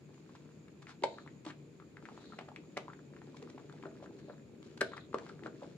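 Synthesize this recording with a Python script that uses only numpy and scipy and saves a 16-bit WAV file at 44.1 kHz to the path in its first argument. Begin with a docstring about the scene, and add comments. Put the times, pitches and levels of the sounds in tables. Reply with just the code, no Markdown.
"""Wet hands knead a foamy bar of soap over a plastic basin of suds, close to the microphone.
Throughout, a slowly growing fan drone and a thin hiss (both shaped noise) lie behind the hands.
From the first moments squeezes slosh water and crush foam (filtered clicks), and pockets pop (chirps).
From about 1 s wet squelches (paired chirps with a snap) and a thin whistle (gliding noise band) join in.
The hardest spurt, near 4.8 s, throws bright mist; basin and small room ring briefly after each sound."""
import sys
import numpy as np
from scipy import signal
from scipy.fft import rfft, irfft, next_fast_len
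from scipy.io import wavfile
from scipy.ndimage import uniform_filter1d

SR = 44100
rng = np.random.default_rng(int(sys.argv[2]) if len(sys.argv) > 2 else 0)


def transcribe(signal):
    """Save signal, clipped to [-1, 1], as a 16-bit WAV file at the path in sys.argv[1]."""
    frames = np.atleast_2d(signal).T
    limited = np.clip(frames, -1, 1)
    pcm = np.round(limited * 32767).astype(np.int16)
    wavfile.write(sys.argv[1], SR, pcm)


N = 254451
TIME = np.arange(N) / SR


def amp(db):
    """Decibels to amplitude."""
    return 10 ** (np.asarray(db) / 20)


def unit(x):
    """Scale to an RMS of one."""
    return x / np.sqrt(np.mean(x ** 2) + 1e-20)


def read(points, hz):
    """Read a frequency curve, interpolating along log frequency."""
    point_hz, value = np.transpose(points)
    return np.interp(np.log(hz + 1), np.log(point_hz + 1), value)


def add(mix, start_s, sound):
    """Lay a sound into the mix, cutting it at the end."""
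    part = mix[..., max(round(start_s * SR), 0):][..., :sound.shape[-1]]
    part += sound[..., :part.shape[-1]]


def pan(left_db):
    """Left and right gains that differ by left_db."""
    return amp(np.array([[left_db], [-left_db]]) / 2)


def convolve(x, response):
    """Pass each channel through a response, keeping the scene's length."""
    return signal.oaconvolve(np.atleast_2d(x), np.atleast_2d(response), axes=1)[:, :N]


def colour(x, spectrum, size=4096):
    """Causal, minimum-phase filter of unit energy with the given spectrum."""
    log_gain = np.log(amp(read(spectrum, abs(np.fft.fftfreq(size, 1 / SR)))))
    minimum_phase = np.exp(np.conj(signal.hilbert(log_gain)))
    response = np.fft.ifft(minimum_phase).real[:size // 2]
    return convolve(x, response / np.linalg.norm(response))


# How alike diffuse sound is at left and right: pitch_hz, likeness (0 unrelated, 1 the same)
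STEREO_LIKENESS = [(100, 1), (400, 0.75), (800, 0), (1500, 0.12), (4000, 0.11), (15000, 0)]


def ambient():
    """Two channels of white noise, alike in the bass and nearly unrelated in the treble."""
    left, other = rfft(rng.standard_normal((2, N)))
    same = np.clip(read(STEREO_LIKENESS, np.fft.rfftfreq(N, 1 / SR)), -1, 1)
    right = same * left + np.sqrt(1 - same ** 2) * other
    return irfft(np.array([left, right]), N)


def narrow(hz, width_hz):
    """Background noise in one narrow bell-shaped band."""
    band = np.exp(-.5 * ((np.fft.rfftfreq(N, 1 / SR) - hz) / width_hz) ** 2)
    return unit(irfft(rfft(ambient()) * band, N))


def swells(rows, taper):
    """Level curve with one rounded swell a row."""
    level = np.zeros(N)
    for start_s, length_s, level_db, *_ in rows:
        shape = signal.windows.tukey(max(int(length_s * SR), 4), min(taper, 1))
        add(level, start_s, amp(level_db) * shape)
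    return level


# Spectrum of the fan's rumble: pitch_hz, relative_level_db (per Hz)
FAN_SPECTRUM = [(25, -62.5), (40, -52.5), (50, -35), (64, -15), (80, -12), (110, -7), (148, 0.5),
                (190, -2.5), (260, -5), (390, -10), (480, -12), (620, -30.5), (1000, -37.5), (2500, -62.5)]


def fan(level_db=-58.5, growth_db_per_s=0.37, hum_hz=147, hum_width_hz=7, hum_db=-6):
    """A fan's low rumble with a wavering hum, a narrow noise band; it slowly grows."""
    hum = amp(hum_db) * narrow(hum_hz, hum_width_hz)  # against the rumble
    drone = unit(colour(ambient(), FAN_SPECTRUM)) + hum
    return drone * amp(level_db + growth_db_per_s * TIME) * pan(2.5)


# Spectrum of the steady hiss: pitch_hz, relative_level_db (per Hz)
HISS_SPECTRUM = [(300, 11), (1000, 3), (2000, -1.5), (2450, 4), (2900, -4.5), (4500, -5.5), (6000, -12),
                 (7000, -6), (8000, -15), (10000, -19.5), (13000, -22), (16000, -25)]


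def hiss(level_db=-67.5, sizzle_hz=6900, sizzle_width_hz=330, sizzle_db=-79, flutter=0.29):
    """Steady shaped noise with a high narrow band whose level flutters."""
    wobble = np.exp(flutter * unit(uniform_filter1d(rng.standard_normal(N), size=1200)))
    sizzle = amp(sizzle_db) * unit(narrow(sizzle_hz, sizzle_width_hz) * wobble)
    return amp(level_db) * unit(colour(ambient(), HISS_SPECTRUM)) + sizzle


# A thin whistling hiss that comes and goes: start_s, length_s, level_db, pitch_hz (at both ends)
WHISTLE_SWELLS = [(0.978, .35, -68, 3700), (2.127, 0.33, -67, 3680), (4.1, .33, -74.5, 3760),
                  (4.8, 0.32, -65, 3510)]


def whistle(arch_hz=380, width_hz=680, flicker=0.25):
    """A narrow band of hiss whose pitch arches as it swells and fades."""
    arch = swells([(start_s, length_s, 0) for start_s, length_s, _, _ in WHISTLE_SWELLS], 0.89)
    ends = [(start_s + end, hz) for start_s, length_s, _, hz in WHISTLE_SWELLS for end in (0, length_s)]
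    pitch_hz = np.interp(TIME, *np.transpose(ends)) + arch_hz * arch
    # slow complex noise, moved up to the gliding pitch
    smooth = signal.butter(2, width_hz / 2, fs=SR, output="sos")
    noise = rng.standard_normal((2, N)) + 1j * rng.standard_normal((2, N))
    carrier = np.exp(2j * np.pi * np.cumsum(pitch_hz) / SR)
    band = (signal.sosfilt(smooth, noise) * carrier).real
    grain = np.exp(flicker * unit(uniform_filter1d(rng.standard_normal(N), size=300)))
    return unit(grain * band) * swells(WHISTLE_SWELLS, 0.83)


# Tone of the room's reflections: pitch_hz, relative_level_db
ROOM_TONE = [(100, -1.5), (300, -2), (600, -3), (1100, -4.5), (2000, -2), (3400, -2.5), (5000, -5),
             (8000, -5.5), (15000, -3.5)]
# Time each band takes to fall by 60 dB: pitch_hz, t60_s
ROOM_DECAY = [(200, 0.3), (700, 0.31), (1800, 0.19), (4500, 0.28), (9000, 0.23), (15000, 0.058)]


def room(x, gap_s=0.0012, build_s=0.006, size=256):
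    """Dense reflections from near walls, each band dying at its own speed."""
    taps = rng.standard_normal((3, SR // 2)) * (rng.random((3, SR // 2)) < .1)
    hz, t, bands = signal.stft(taps, SR, nperseg=size)
    same = np.clip(read(STEREO_LIKENESS, hz), 0, 1)[:, None]
    stereo = np.sqrt(same) * bands[2] + np.sqrt(1 - same) * bands[:2]
    decay_db = read(ROOM_TONE, hz)[:, None] - 60 * t / read(ROOM_DECAY, hz)[:, None]
    tail = signal.istft(stereo * amp(decay_db), SR, nperseg=size)[1]
    tail = tail * np.clip((np.arange(tail.shape[1]) / SR - gap_s) / build_s, 0, 1)
    return convolve(x, tail / np.linalg.norm(tail[0]))


def walls(x, first_s=.002, last_s=0.016, count=24):
    """Early reflections off the forearms, the water and the basin's wall."""
    response = np.zeros(SR // 20)
    arrivals = (rng.uniform(first_s, last_s, count) * SR).astype(int)
    response[arrivals] = rng.choice([-1, 1], count) / np.sqrt(count)
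    return convolve(x, response)


# Ringing modes of the basin and the nook it stands in: pitch_hz, relative_level_db, t60_s
BASIN_MODES = [(268, -5, 0.6), (360, -25, 0.55), (389, -3, 0.17), (441, -5, 0.57), (573, -14, 0.48),
               (613, -3.5, 0.051), (632, 1, 0.2), (668.5, 4.5, 0.33), (704, -3.5, 1), (747, -9, 0.55),
               (890, -31, 0.26), (895, -8, 0.092), (980, -26, 0.13), (1010, -20, 0.28), (1180, -22, 0.22),
               (1400, -9, 0.14), (1450, -34, 0.11), (1596, -20, 0.1)]


def basin(x, delay_s=0.00412):
    """The air in and around the basin rings on: decaying sines, alternately flipped."""
    age = np.maximum(np.arange(SR // 3) / SR - delay_s, 0)
    response = np.zeros(len(age))
    for k, (hz, level_db, t60_s) in enumerate(BASIN_MODES):
        ring = amp(level_db - 60 * age / t60_s) * np.sin(2 * np.pi * hz * age)
        evening = 2 * np.log(1000) / (t60_s * SR)  # long modes build up no louder than short ones
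        response += (-1) ** k * ring * evening
    return convolve(x.mean(0), response)


# How far the right port lags the left: pitch_hz, lag_rad
RIGHT_PORT_LAG = [(100, .02), (2000, 1.06), (3000, 1.44), (4200, 1.52), (6000, 2.2), (8500, 2.9),
                  (16000, 9.7)]


def ports(x):
    """Sound from the hands reaches the right microphone port a little later."""
    size = next_fast_len(N + 512)
    lag_rad = read(RIGHT_PORT_LAG, np.fft.rfftfreq(size, 1 / SR))
    right = irfft(rfft(x[1], size) * np.exp(-1j * lag_rad), size)[:N]
    return np.array([x[0], right])


def clicks(per_s, spread_db):
    """Sparse random clicks, most small and a few large."""
    size = amp(spread_db * np.minimum(rng.exponential(1, N), 3.5))
    return size * rng.choice([-1, 1], N) * (rng.random(N) < per_s / SR)


def crackle(per_s, spread_db):
    """Bursting foam cells: some reach both sides alike, some only one."""
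    sides = np.array([clicks(per_s, spread_db), clicks(per_s, spread_db)])
    return unit(clicks(per_s, spread_db) + sides)


def bubbles(per_s, spread_db, cycles=0.68, low_hz=750, high_hz=2400, count=16):
    """Small bubbles of many sizes, each a short ring that peaks after a set share of a cycle."""
    t, out = np.arange(SR // 50) / SR, np.zeros((2, N))
    for k, hz in enumerate(np.geomspace(low_hz, high_hz, count)):
        age = t * hz / cycles
        ring = age * np.exp(-age) * np.sin(2 * np.pi * hz * t)
        side = pan(2 + 2 * (-1) ** k)  # sizes alternate between left and centre
        out += convolve(clicks(per_s / count, spread_db), ring) * side
    return unit(out)


# Squeezes of the hands: start_s, length_s, relative_force_db, foam_db (watery -, foamy +)
HAND_SQUEEZES = [(0.09, 0.5, -75.5, 5.5), (1.04, 0.32, -71, 2), (2.003, 0.49, -65.5, 2),
                 (2.423, 0.78, -75, 0), (3.11, 0.77, -67, -0.5), (3.69, 0.73, -68, -4.5),
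                 (4.617, 0.14, -81.5, 19.5), (5.096, 0.33, -67, 4.5), (5.38, 0.2, -66, -8.5),
                 (5.54, .26, -68, 4)]


def grip(foaminess, power, peak=0.4):
    """Level of one part of the lather: each squeeze tightens, to its peak share, and lets go."""
    level = np.zeros(N)
    for start_s, length_s, force_db, foam_db in HAND_SQUEEZES:
        hold = np.interp((TIME - start_s) / length_s, [0, peak, 1], [0, 1, 0])
        level += amp(force_db + foaminess * foam_db) * hold ** power
    return level


# Lather forced out between the fingers: start_s, length_s, relative_level_db
LATHER_SPURTS = [(.138, 0.012, -65), (.345, 0.028, -64), (.815, 0.022, -59), (.862, 0.079, -57.5),
                 (1.035, 0.018, -50), (1.447, 0.012, -50), (1.462, 0.049, -55), (2.2, 0.049, -67),
                 (2.56, 0.0041, -49), (2.768, 0.014, -42), (3.364, 0.013, -55.5), (3.424, 0.0065, -53),
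                 (3.496, 0.012, -56), (3.723, .007, -56.5), (4.02, 0.039, -64.5), (4.18, 0.028, -63.5),
                 (4.627, 0.0039, -52.5), (4.772, 0.011, -52), (4.808, 0.012, -33), (4.962, .016, -55),
                 (5.183, 0.0065, -49), (5.285, .016, -57), (5.43, 0.057, -64)]
# Spectrum of the sloshing water: pitch_hz, relative_level_db (per Hz)
SLOSH_SPECTRUM = [(40, -63), (120, -39), (230, 5.5), (340, 7.5), (440, 2.5), (580, -6.5), (1000, -34.5),
                  (4000, -63)]
# Spectrum of the crushed foam: pitch_hz, relative_level_db (per Hz)
FOAM_SPECTRUM = [(400, -16), (1200, 4.5), (2400, 1.5), (4300, 2), (6000, -3.5), (8000, -8), (11000, -27.5),
                 (13500, -38), (16000, -53)]


def lather(rest_slosh_db=-64, wetter_db_per_s=1, slosh_db=3, bubbles_db=-3, fizz_db=-6.0,
           spurt_db=-1, froth_db=-3, rest_bubbles_db=-82, rest_fizz_db=-83):
    """Kneading sloshes water, bursts bubbles and crushes foam; spurts rush the last two."""
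    rest_slosh = amp(rest_slosh_db + wetter_db_per_s * TIME)  # more as the hands get wetter
    slosh = rest_slosh + amp(slosh_db) * grip(foaminess=-0.75, power=0.82)
    bubbling = amp(rest_bubbles_db) + amp(bubbles_db) * grip(foaminess=0, power=0.46)
    fizz = amp(rest_fizz_db) + amp(fizz_db) * grip(foaminess=0.97, power=0.61)
    spurts = swells(LATHER_SPURTS, 0.94)
    splashes = 0.43 * ambient() + unit(clicks(260, 3.46))
    water = unit(colour(splashes, SLOSH_SPECTRUM)) * slosh * pan(2.0)
    foam = crackle(600, 4.1) * fizz + crackle(3200, 0.95) * spurts * amp(spurt_db)
    froth = bubbles(130, 5.4) * bubbling + bubbles(1100, 1.2) * spurts * amp(froth_db)
    return water + froth + colour(foam, FOAM_SPECTRUM) * pan(0.71)


# Spectrum of the fine spray: pitch_hz, relative_level_db (per Hz)
MIST_SPECTRUM = [(4000, -46), (7500, -2), (9500, 4), (12000, -5), (16000, -22)]


def mist(db=-51):
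    """Fine bright spray: squaring the spurts' force leaves mainly the hardest."""
    force = swells(LATHER_SPURTS, 0.41)
    spray = crackle(5700, 2.1) * amp(db) * (force / force.max()) ** 2
    return colour(spray, MIST_SPECTRUM) * pan(7.9)


def chirp(db, hz, peak_s, glide):
    """An air pocket rings briefly, its pitch rising as it opens."""
    age = np.arange(SR // 16) / SR / peak_s
    turns = np.cumsum(hz * (1 + glide * (np.minimum(age, 4) - 2))) / SR
    return amp(db) * age * np.exp(1 - age) * np.sin(2 * np.pi * turns)


def snap(snap_s=0.00078, rise_s=0.00063, shreds_db=-9, shreds_s=0.0038, shreds_per_s=900):
    """A soap film tears, and the foam cells beside it burst too."""
    t = np.arange(SR // 16) / SR
    neighbours = (rng.random(len(t)) < shreds_per_s / SR) * np.sqrt(SR / shreds_per_s)
    tearing = np.exp(-t / snap_s) + amp(shreds_db) * neighbours * np.exp(-t / shreds_s)
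    tear = rng.choice([-1, 1], (3, len(t))) * tearing * (1 - np.exp(-t / rise_s))
    return 1.09 * tear[:2] + tear[2]  # each side's own part, and a shared part


# Single air pockets popping in the lather:
# start_s, ring_db (before panning), pitch_hz, cycles (to the peak: few for a tick, many for a drip)
LATHER_POPS = [(.092, -56, 885, 0.34), (0.2931, -50.5, 1010, 0.53), (0.352, -45, 990, .4),
               (0.6833, -47, 1830, 0.2), (0.8694, -39.5, 2070, 0.61), (0.8932, -43, 1360, 1),
               (1.0223, -35.5, 365, 1.23), (1.1848, -37, 1380, 0.64), (1.2633, -44, 930, 0.38),
               (1.2764, -41.5, 1880, 0.82), (1.4703, -40, 1100, 0.81), (1.4998, -39.5, 1610, .4),
               (1.5048, -35, 1560, .3), (1.7999, -45.5, 1310, 0.67), (1.822, -51.5, 1240, 1.5),
               (1.97, -39, 1540, 0.34), (2.0255, -47, 1110, 0.45), (2.0545, -36.5, 1800, 0.55),
               (2.0877, -37.5, 1060, 0.39), (2.1765, -42.5, 1010, .5), (2.3222, -44, 1320, 2.4),
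               (2.3347, -41, 1140, 0.25), (2.4108, -36, 830, 0.23), (2.487, -36.5, 775, 0.27),
               (2.5164, -46.5, 860, 1.2), (2.5619, -36.5, 2400, 0.88), (2.881, -37.5, 1020, 1.1),
               (2.9003, -42, 1350, 1.2), (2.9338, -40.5, 1470, .4), (2.9916, -49, 1400, 0.74),
               (3.165, -44.5, 1500, 0.4), (3.2178, -47, 1650, 0.64), (3.3439, -50.5, 1010, 1.8),
               (3.423, -42, 449, 2), (3.5785, -44, 825, 0.78), (3.5993, -39, 487, 0.12),
               (3.697, -44, 1270, 0.64), (3.8277, -41.5, 1970, 0.42), (3.8357, -39, 1060, 0.5),
               (3.8667, -42, 463, 0.24), (4.0257, -42, 570, 0.79), (4.0602, -43, 1460, 0.74),
               (4.2839, -43.5, 580, 0.85), (4.8224, -41, 470, 1.3), (4.9188, -38.5, 1095, 0.17),
               (4.935, -33.5, 1300, 0.78), (4.9687, -38.5, 1310, 0.58), (4.9792, -33.5, 1680, 0.56),
               (5.1305, -41, 1190, .55), (5.185, -35, 1430, 0.47), (5.2648, -40, 1150, 0.38),
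               (5.2967, -42.5, 1380, 1.2), (5.436, -37, 1840, 0.46), (5.4681, -35.5, 1210, 0.19),
               (5.6236, -38.5, 550, 1.4), (5.6334, -37, 614, 0.15)]
# Squelches: the hollow between the palms and a narrow gap between the fingers ring together:
# start_s, hollow_db, hollow_hz, gap_db, gap_hz, peak_s (time to the peak), film_db (relative snap)
PALM_SQUELCHES = [(1.0358, -26, 444, -30.5, 2156, 0.0012, -33),
                  (1.0372, -21.5, 524, -20.5, 898, 0.0021, -27.5),
                  (1.463, -35.5, 307, -52, 1060, 0.0044, -43),
                  (2.3895, -29.5, 860, -33.5, 2140, 0.0002, -45),
                  (2.7696, -30, 670, -30.5, 2080, 0.00069, -49),
                  (2.7765, -22, 750, -31, 2190, 0.00021, -55),
                  (3.8555, -33.5, 376, -39, 1360, 0.00075, -57),
                  (4.2985, -37, 490, -46.5, 1510, 0.00091, -66),
                  (4.809, -39, 600, -27.5, 1660, 0.0008, -31.5),
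                  (4.8138, -22, 534, -21.5, 1510, 0.0013, -33),
                  (4.818, -24.5, 380, -29.5, 1690, 0.0014, -37), (5.1433, -22, 440, -24, 1130, 0.001, -41),
                  (5.461, -33.5, 442, -34, 1440, 0.00096, -61)]


def bursts(pop_snap_db=-19):
    """Gather rings (start_s, level_db, pitch_hz, peak_s) and film snaps (start_s, relative_db)."""
    rings = [(start_s, db, hz, cycles / hz) for start_s, db, hz, cycles in LATHER_POPS]
    snaps = [(start_s, db + pop_snap_db) for start_s, db, hz, cycles in LATHER_POPS]
    for start_s, hollow_db, hollow_hz, gap_db, gap_hz, peak_s, film_db in PALM_SQUELCHES:
        rings += [(start_s, hollow_db, hollow_hz, peak_s), (start_s, gap_db, gap_hz, peak_s)]
        snaps += [(start_s, film_db)]
    return rings, snaps


# Spectrum of a tearing film: pitch_hz, relative_level_db (per Hz)
SNAP_SPECTRUM = [(300, -12), (900, 0.5), (2000, 3.5), (3000, 7), (4300, 5.5), (6000, -7.5), (7800, -3),
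                 (10000, -31), (13000, -30), (16000, -62)]


def pockets(left_db=4.0, glide=0.007, snap_db=2.5, cluster_db=-11, cluster_top_db=-44,
            cluster_s=.013, lead_s=0.003852, cluster_hz=1350, cycles=0.46, count=4):
    """Pops and squelches snap and ring; smaller bubbles burst just before and after each ring."""
    rings, snaps = np.zeros((2, N)), np.zeros((2, N))
    ringing, snapping = bursts()
    for start_s, film_db in snapping:
        add(snaps, start_s, amp(film_db + snap_db) * snap())
    for start_s, db, hz, peak_s in ringing:
        side = pan(left_db * min(hz / 1100, 1) ** 3)  # long waves reach both sides alike
        add(rings, start_s, chirp(db, hz, peak_s, glide) * side)
        small_db = min(db + cluster_db, cluster_top_db)
        for when, size in rng.random((count, 2)):
            small_hz = np.sqrt(hz * cluster_hz) * 2 ** (size - .5)
            small = chirp(small_db, small_hz, cycles / small_hz, glide)
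            add(rings, start_s - lead_s + when * cluster_s, small * pan(left_db))
    rings = signal.sosfilt(signal.butter(2, 190, "highpass", fs=SR, output="sos"), rings)
    return rings + colour(snaps, SNAP_SPECTRUM) * pan(0.24)


def scene(basin_db=2.0, walls_db=-17, room_db=-11):
    """The hands close by, with the basin and the room around them."""
    background = fan() + hiss() + whistle()
    hands = lather() + mist() + pockets()
    space = amp(basin_db) * basin(hands) + amp(walls_db) * walls(hands) + amp(room_db) * room(hands)
    return background + space + ports(hands)


def record(dry, low_hz=55, edge_hz=15750):
    """The microphone sheds deep bass; then a steep low-pass limits the treble."""
    heard = signal.sosfilt(signal.butter(4, low_hz, "highpass", fs=SR, output="sos"), dry)
    band_limit = signal.firwin(511, edge_hz, window=("kaiser", 9), fs=SR)
    return signal.oaconvolve(heard, band_limit[None], "same")


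dry = scene()
out = record(dry)
transcribe(out)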